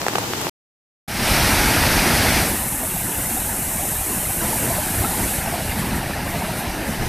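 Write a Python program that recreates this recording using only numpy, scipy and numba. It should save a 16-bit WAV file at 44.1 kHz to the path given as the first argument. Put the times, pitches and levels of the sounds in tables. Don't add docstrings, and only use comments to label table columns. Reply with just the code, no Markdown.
import sys
import numpy as np
from scipy import signal
from scipy.fft import rfft, irfft
from scipy.io import wavfile
from scipy.ndimage import uniform_filter1d
from numba import njit

SR = 44100
rng = np.random.default_rng(int(sys.argv[2]) if len(sys.argv) > 2 else 0)


def natural_amplitude(level_db):
    exponent = np.asarray(level_db, float) / 20
    return 10 ** exponent


def materialize(psi):
    bounded = np.clip(np.atleast_2d(psi).T, -1, 1)
    quanta = np.round(bounded * 32767).astype(np.int16)
    wavfile.write(sys.argv[1], SR, quanta)


N = 312228
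TIME = np.arange(N) / SR
HZ = np.maximum(np.arange(N // 2 + 1) * SR / N, 1)

# (frequency [Hz], density [dB per Hz])
RAIN_COLOUR = [(18, -51.5), (30, -21), (117, 0), (236, -4), (359, -0.5), (574, -12), (944, -5.5),
               (1100, -10), (3060, -12.5), (7630, -15), (9650, -20.5), (11900, -18), (15400, -22)]
# (frequency [Hz], likeness [0-1])
RAIN_LIKENESS = [(60, 0.87), (130, 0.96), (290, 0.94), (640, 0.9), (1410, 0.17), (3100, 0.03), (6820, 0),
                 (15000, 0.12)]
# (frequency [Hz], left minus right [dB])
RAIN_LEAN = [(60, 5.5), (110, 2), (200, 3), (380, 0.5), (700, 9), (1290, 0.5), (2380, 1.5), (4400, 1.5),
             (8120, -0.5), (15000, -2)]
RAIN_DB, RAIN_TOP_HZ, RAIN_END_S = -26.5, 15550, 0.4962

# (time [s], peak [dB], centre [Hz])
SPATTERS = [
    (0.0165, -9, 4900),
    (0.0658, -16, 6500),
    (0.0834, -12.5, 8500),
    (0.1552, -14.5, 4500),
    (0.1853, -14.5, 7500),
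    (0.335, -17.5, 4000),
    (0.38, -18, 5000),
    (0.4152, -16, 4970),
    (0.415, -18.5, 11500),
]
SPATTER_FADE_S = 0.0012
# (time [s], peak [dB], fabric pitch [Hz], right port's lead [ms])
DROPS = [(0.0166, -8, 1580, 0.011), (0.031, -10.5, 920, 0.27), (0.043, -13, 1470, 0.2),
         (0.065, -14, 1580, 0.45), (0.066, -1.5, 850, 0.024), (0.0683, -12.5, 670, 0.07),
         (0.0838, 0.5, 2000, 0.11), (0.086, -17.5, 690, 0.03), (0.096, -14.5, 1050, 0.32),
         (0.098, -16.5, 2010, 0.06), (0.1294, -14, 2440, -0.09), (0.1359, -9, 1100, 0.24),
         (0.1548, -2.5, 1370, 0.1), (0.1574, -1, 1290, 0.29), (0.1607, -17.5, 650, 0.18),
         (0.1837, -1, 1038, 0.14), (0.19, -15.5, 790, 0.24), (0.234, -16, 570, 0.18),
         (0.239, -12.5, 1050, 0.27), (0.2419, -11.5, 2000, 0.16), (0.3353, -4.5, 1460, -0.04),
         (0.277, -17.5, 1380, 0.25), (0.4148, -10.5, 1300, 0.02), (0.426, -13.5, 1580, 0.4),
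         (0.4358, -15, 850, 0.45), (0.448, -17.5, 1300, 0.2), (0.4525, -17, 1300, 0.18),
         (0.457, -17, 1050, 0.27), (0.4684, -5, 1050, 0.01), (0.485, -16, 910, 0.22)]
FABRIC_CYCLES = 2.7
DROP_LEFT_DB = -1.2

# (frequency [Hz], density [dB per Hz])
CHURN_COLOUR = [(15, -40), (25, 1.5), (71, 0.5), (129, -3.5), (204, -2.5), (363, -8.5), (447, -13.5),
                (833, -9.5), (1070, -16), (1630, -10.5), (2350, -11.5), (3180, -17.5), (4810, -16),
                (6200, -18), (8060, -32), (13600, -120)]
# (from [Hz], to [Hz])
ZONES_HZ = [(30, 330), (520, 1000), (1200, 5000), (8500, 14000)]
ZONE_EDGES_HZ = [320, 557, 970, 1340]
OPEN_DB = [-21.5, -25.5, -21, -26]
DEPTH_DB = [8.5, 9.5, 14]
# (time [s], effort [0-1])
EFFORT = [(1.3, 0), (2.38, 0.02), (2.5, 0.55), (2.6, 0.8), (2.72, 0.99), (3.2, 0.9), (3.6, 0.95),
          (4.38, 0.92), (4.43, 0.73), (5.0, 0.76), (5.5, 0.73), (5.9, .78), (6.5, 0.76), (7.08, 0.79)]
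# (frequency [Hz], gain [dB])
DUCKED = [(200, -1.5), (330, -1.5), (600, -2.4), (1700, 1), (2400, -3.5), (2800, 2), (3450, -3.5),
          (3900, -1), (5000, -8), (6000, -6.5)]
TORRENT_START_S, TORRENT_TOP_HZ = 1.0767, 14240
FADE_IN_S, FADE_FROM_DB = 0.24, -12

# (time [s], lift [dB])
SURGES = [(3.01, 1), (3.2, 0), (3.31, 1), (4.19, 2), (4.45, 1.5), (4.68, 5), (5.01, 8.5), (5.16, 1),
          (5.23, 4.5), (5.7, 2.5), (5.8, 6), (5.89, 5), (5.96, 6), (6.26, 1), (6.36, 3.5), (6.61, 0.5),
          (6.91, 3), (7.03, 6)]
SURGE_SHARE = [1, 0.19, 0.19]
SURGE_S = 0.037

# (frequency [Hz], density [dB per Hz])
SPRAY_COLOUR = [(3060, -43), (5200, -12.5), (7190, -5.5), (7850, -1.5), (10100, 0.5), (13700, -2.5),
                (14200, 0.5)]
# (time [s], lift [dB])
SPLASHES = [(5.7, 1), (5.8, 5), (5.88, 2.5), (5.97, 4.5), (6.05, 1.5), (6.31, 2.5), (6.38, 2), (6.46, 0),
            (6.59, 6), (6.64, 1), (6.91, 1.5), (7.04, 2)]
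SPLASH_S = 0.028
SPRAY_CUT_S, SPRAY_SETTLE_S, SPRAY_DEPTH_DB = 5.364, 0.22, 11

# (time [s], peak [dB], pitch [Hz])
GULPS = [(2.832, -17.5, 620), (3.366, -18.5, 750), (3.489, -17.5, 920), (3.793, -16, 713),
         (3.831, -15.5, 790), (4.233, -22, 624), (4.436, -14, 680), (4.529, -12, 870), (4.703, -9.5, 670),
         (4.782, -11, 605), (5.039, -12, 790), (5.09, -23, 726), (5.131, -16, 850), (5.197, -16, 780),
         (5.435, -25, 710), (5.473, -14, 670), (5.538, -10, 702), (5.579, -16, 690), (6.029, -16, 738),
         (6.103, -19, 760), (6.19, -17, 902), (6.341, -12.5, 678), (6.411, -14.5, 736), (6.442, -18, 620),
         (6.496, -16, 920), (6.605, -18, 790), (6.663, -16, 1010), (6.744, -19, 790), (6.785, -21, 710),
         (6.887, -19, 616)]
# (time [s], peak [dB], pitch [Hz])
PLIPS = [(3.2553, -19, 2020), (4.2526, -18, 2050), (4.4067, -19, 1570), (4.4531, -21, 1880),
         (4.5314, -25, 1780), (4.8831, -16, 1610), (4.9819, -16, 1800), (5.0468, -13, 1300),
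         (5.1645, -21, 2010), (5.2383, -14, 2200), (5.3371, -16, 1700), (5.4154, -22, 2090),
         (5.7143, -17, 2040), (5.7596, -23, 1950), (5.8075, -16, 1960), (5.9447, -16, 1830),
         (6.059, -18, 1840), (6.1343, -15, 1740), (6.4466, -23, 1550), (6.7304, -29, 1660),
         (6.8666, -17, 1700)]
GULP_CYCLES, PLIP_CYCLES = 52, 88
FROTH_S, FROTH_FROM_DB, FROTH_SLOPE = 0.035, -21.5, 0.25

# (time [s], from [Hz], to [Hz])
WIDE_MOMENTS = [(1.2022, 4130, 5170), (1.2022, 9650, 11700), (1.4112, 6200, 7580), (1.4112, 8960, 11700),
                (1.4576, 11700, 13780), (2.0846, 11700, 13100), (2.2007, 8270, 9650),
                (2.2007, 10340, 12400), (2.3168, 4650, 7580), (2.3168, 9650, 12400), (3.2224, 6200, 7580),
                (3.2688, 4650, 6890), (3.2688, 8960, 10340), (3.292, 5170, 6370), (3.292, 6890, 8960),
                (3.71, 8960, 11020), (4.871, 10340, 11700), (5.3818, 13100, 14240)]
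WIDE_DB = -4.5


def on_log(table, hz):
    at, value = np.transpose(table)
    return np.interp(np.log(hz), np.log(at), value)


def level(x, db):
    return x * natural_amplitude(db) / np.sqrt(np.mean(x ** 2))


def zone_db(spectrum, zone):
    low, high = ZONES_HZ[zone]
    inside = (HZ > low) & (HZ < high)
    return 10 * np.log10(np.sum(abs(spectrum[inside]) ** 2) * 2 / N ** 2)


def bandpass(x, low_hz, high_hz):
    return signal.sosfilt(signal.butter(2, [low_hz, high_hz], "band", fs=SR, output="sos"), x)


def walk(rate):
    hold = int(SR / rate)
    steps = np.repeat(rng.standard_normal(N // hold + 1), hold)
    slow = uniform_filter1d(uniform_filter1d(steps, hold), hold)[:N]
    return slow / slow.std()


def bumps(table, t, width_s):
    return sum(db * np.exp(-((t - s) / width_s) ** 2) for s, db in table)


@njit
def rings(start, hz, cycles, size, glide, length):
    out = np.zeros(length)
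    for k in range(len(start)):
        first = int(start[k]) + 1
        last = min(length, first + int(cycles[k] * SR / hz[k]))
        for i in range(first, last):
            turns = (i - start[k]) * hz[k] / SR
            fade = 1000 ** (-turns / cycles[k])
            out[i] += size[k] * np.sin(2 * np.pi * turns * (1 + glide * turns / 2)) * fade
    return out


def bubbles(count, low_hz, high_hz, cycles, spread_db, glide, end_s):
    when, pitch, loudness, sign = rng.random((count, 4)).T
    hz = low_hz * (high_hz / low_hz) ** pitch
    size = np.sign(sign - 0.5) * natural_amplitude(-spread_db * np.log(1 - 0.96 * loudness))
    cloud = rings(when * end_s * SR, hz, cycles + 0 * hz, size, glide, N)
    return cloud / np.sqrt(np.mean(cloud[:int(end_s * SR)] ** 2))


def rain():
    alike = np.clip(on_log(RAIN_LIKENESS, HZ), 0, 1)
    colour = natural_amplitude(on_log(RAIN_COLOUR, HZ))
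    mid = rfft(rng.standard_normal(N)) * colour * np.sqrt(1 + alike)
    side = rfft(rng.standard_normal(N)) * colour * np.sqrt(1 - alike)
    lean = natural_amplitude(on_log(RAIN_LEAN, HZ) / 2)
    hiss = level(irfft(np.array([(mid + side) * lean, (mid - side) / lean]), N), RAIN_DB)
    patter = bubbles(count=250, low_hz=505.0, high_hz=2500.0, cycles=6.4, spread_db=1.0, glide=0.0, end_s=0.5)
    lagged = np.array([np.roll(patter, 8), patter])
    return hiss * natural_amplitude(0.63 * walk(8.1)) + natural_amplitude(-37.5) * lagged


def spatters():
    out = np.zeros((2, N))
    fade = np.exp(-TIME[:400] / SPATTER_FADE_S)
    for s, db, hz in SPATTERS:
        at = int(s * SR)
        burst = rng.standard_normal((2, 400)) * fade
        out[:, at:at + 400] += natural_amplitude(db) * bandpass(burst, hz / 1.7, min(hz * 1.35, 16000.0))
    return out


def drops():
    s, db, hz, lead_ms = np.transpose(DROPS).astype(float)
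    ports = []
    for side in (1, -1):
        start = (s - (side < 0) * lead_ms / 1000) * SR
        size = natural_amplitude(db + side * DROP_LEFT_DB / 2)
        thump_hz = np.minimum(0.85 * hz, 1500.0)
        thump = rings(start, thump_hz, FABRIC_CYCLES + 0 * hz, natural_amplitude(2.7) * size, 0.0, N)
        slap = rings(start, 2.0 * hz, 10.0 + 0 * hz, natural_amplitude(-12.5) * size, 0.0, N)
        hits = np.bincount(start.astype(int), size, N)
        envelope = signal.lfilter([1], [1, -np.exp(-1 / (0.0016 * SR))], hits)
        ports.append(thump + slap + natural_amplitude(-16.5) * envelope * rng.standard_normal(N))
    return bandpass(ports, 420.0, 6000.0)


def fade_in_db(t):
    return FADE_FROM_DB * np.clip(1 - (t - TORRENT_START_S) / FADE_IN_S, 0, 1) ** 1.15


def water():
    fade = 1 / (1 + (HZ / 7600.0) ** 12) / (1 + (20.0 / HZ) ** 2)
    churn = rfft(rng.standard_normal(N)) * natural_amplitude(on_log(CHURN_COLOUR, HZ)) * fade
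    churn *= natural_amplitude(-zone_db(churn, zone=2))
    gurgle = bubbles(count=700, low_hz=584.0, high_hz=959.0, cycles=19.4, spread_db=3.0, glide=0.023, end_s=7.08)
    slosh = bubbles(count=400, low_hz=88.0, high_hz=314.0, cycles=6.8, spread_db=5.0, glide=0.02, end_s=7.08)
    fizz = bubbles(count=2500, low_hz=1220.0, high_hz=2930.0, cycles=24.5, spread_db=4.0, glide=0.0062,
                   end_s=7.08)
    return churn + rfft(natural_amplitude(-11) * gurgle + natural_amplitude(-9.5) * slosh + natural_amplitude(-9) * fizz)


def suppressor(spectrum):
    hz, at, cells = signal.stft(irfft(spectrum, N), SR, nperseg=1024, noverlap=768)
    effort = np.clip(np.interp(at, *np.transpose(EFFORT)), 0, 1.2)
    surge_db = bumps(SURGES, at, SURGE_S)
    gain_db = np.array([OPEN_DB[k] - DEPTH_DB[k] * effort + SURGE_SHARE[k] * surge_db + fade_in_db(at)
                        - zone_db(spectrum, k) for k in range(3)])
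    froth = [(s, FROTH_SLOPE * max(db - FROTH_FROM_DB, 0)) for s, db, _ in GULPS]
    gain_db[1] += bumps(froth, at, FROTH_S)
    place = on_log(list(zip(ZONE_EDGES_HZ, [0, 1, 1, 2])), hz + 1)
    share = np.clip(1 - abs(np.arange(3) - place[:, None]), 0, 1)

    power = abs(cells) ** 2
    power = np.minimum(power / np.mean(power, axis=1, keepdims=True), 8.0)
    lumps = uniform_filter1d(uniform_filter1d(power, size=5, axis=1), size=3, axis=0)
    patches = uniform_filter1d(rng.standard_normal(power.shape), size=14, axis=1)
    patches = uniform_filter1d(patches, size=7, axis=0)
    keep = lumps ** (0.02 + 0.21 * effort) * natural_amplitude((0.76 + 0.64 * effort) * patches / patches.std())

    zones = [(hz > low) & (hz < high) for low, high in ZONES_HZ[:3]]
    swell = [np.mean((keep * abs(cells))[zone] ** 2, axis=0) for zone in zones]
    steady = np.array([np.mean(abs(cells[zone]) ** 2) for zone in zones])
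    keep /= share @ np.sqrt(uniform_filter1d(swell, size=21) / steady[:, None])
    keep *= natural_amplitude(on_log(DUCKED, hz + 1)[:, None] * effort ** 3) * (hz < 11000)[:, None]
    ducked = cells * keep * natural_amplitude(share @ gain_db)
    return signal.istft(ducked, SR, nperseg=1024, noverlap=768)[1][:N]


def spray():
    hiss = rfft(rng.standard_normal(N)) * natural_amplitude(on_log(SPRAY_COLOUR, HZ))
    hiss *= (HZ < TORRENT_TOP_HZ) / (1 + (4500.0 / HZ) ** 8)
    hiss *= natural_amplitude(-zone_db(hiss, zone=3))
    upper = np.clip((HZ - 9500.0) / 2100.0, 0, 1)
    halves = sum(irfft(hiss * part, N) * natural_amplitude(0.56 * walk(13)) for part in (upper, 1 - upper))
    cut = 1 - np.exp(-np.maximum(TIME - SPRAY_CUT_S, 0) / SPRAY_SETTLE_S)
    lift_db = bumps(SPLASHES, TIME, SPLASH_S) + 1.2 * cut * walk(13)
    return halves * natural_amplitude(OPEN_DB[3] + fade_in_db(TIME) - SPRAY_DEPTH_DB * cut + lift_db)


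def air_pockets(table, cycles, trim_db, low_hz, high_hz):
    s, db, hz = np.transpose(table).astype(float)
    pockets = rings(s * SR, hz, cycles + 0 * hz, natural_amplitude(db + trim_db), 0.0017, N)
    return bandpass(pockets, low_hz, high_hz)


def torrent():
    gulps = air_pockets(GULPS, GULP_CYCLES, -6.5, 480.0, 1100.0)
    plips = air_pockets(PLIPS, PLIP_CYCLES, -8.0, 1000.0, 2600.0)
    return suppressor(water()) + spray() + gulps + plips


def widen_treble(x):
    out = x.copy()
    window = np.sin(np.pi * np.arange(2048) / 2048)
    hz = np.arange(1025) * SR / 2048
    for s, low, high in WIDE_MOMENTS:
        at = int(s * SR) - 1024
        band = (hz > low) & (hz < high)
        now = irfft(rfft(x[0, at:at + 2048]) * band) * window
        later = irfft(rfft(x[0, at + 3000:at + 5048]) * band) * window
        out[:, at:at + 2048] += natural_amplitude(WIDE_DB) * later * np.array([[1], [-1]])
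        out[:, at:at + 2048] -= (1 - np.sqrt(0.5)) * now * window
    return out


def scene():
    cover = irfft(rfft(rain() + spatters() + drops()) * (HZ < RAIN_TOP_HZ), N)
    cover *= np.clip((RAIN_END_S - TIME) / 0.0007, 0, 1)
    bank = torrent() * np.clip((TIME - TORRENT_START_S) / 0.0072, 0, 1)
    return cover + bank


def low_pass(x):
    return signal.sosfilt(signal.butter(12, 15600, fs=SR, output="sos"), x)


def record(dry):
    return low_pass(widen_treble(dry))


dry = scene()
out = record(dry)
materialize(out)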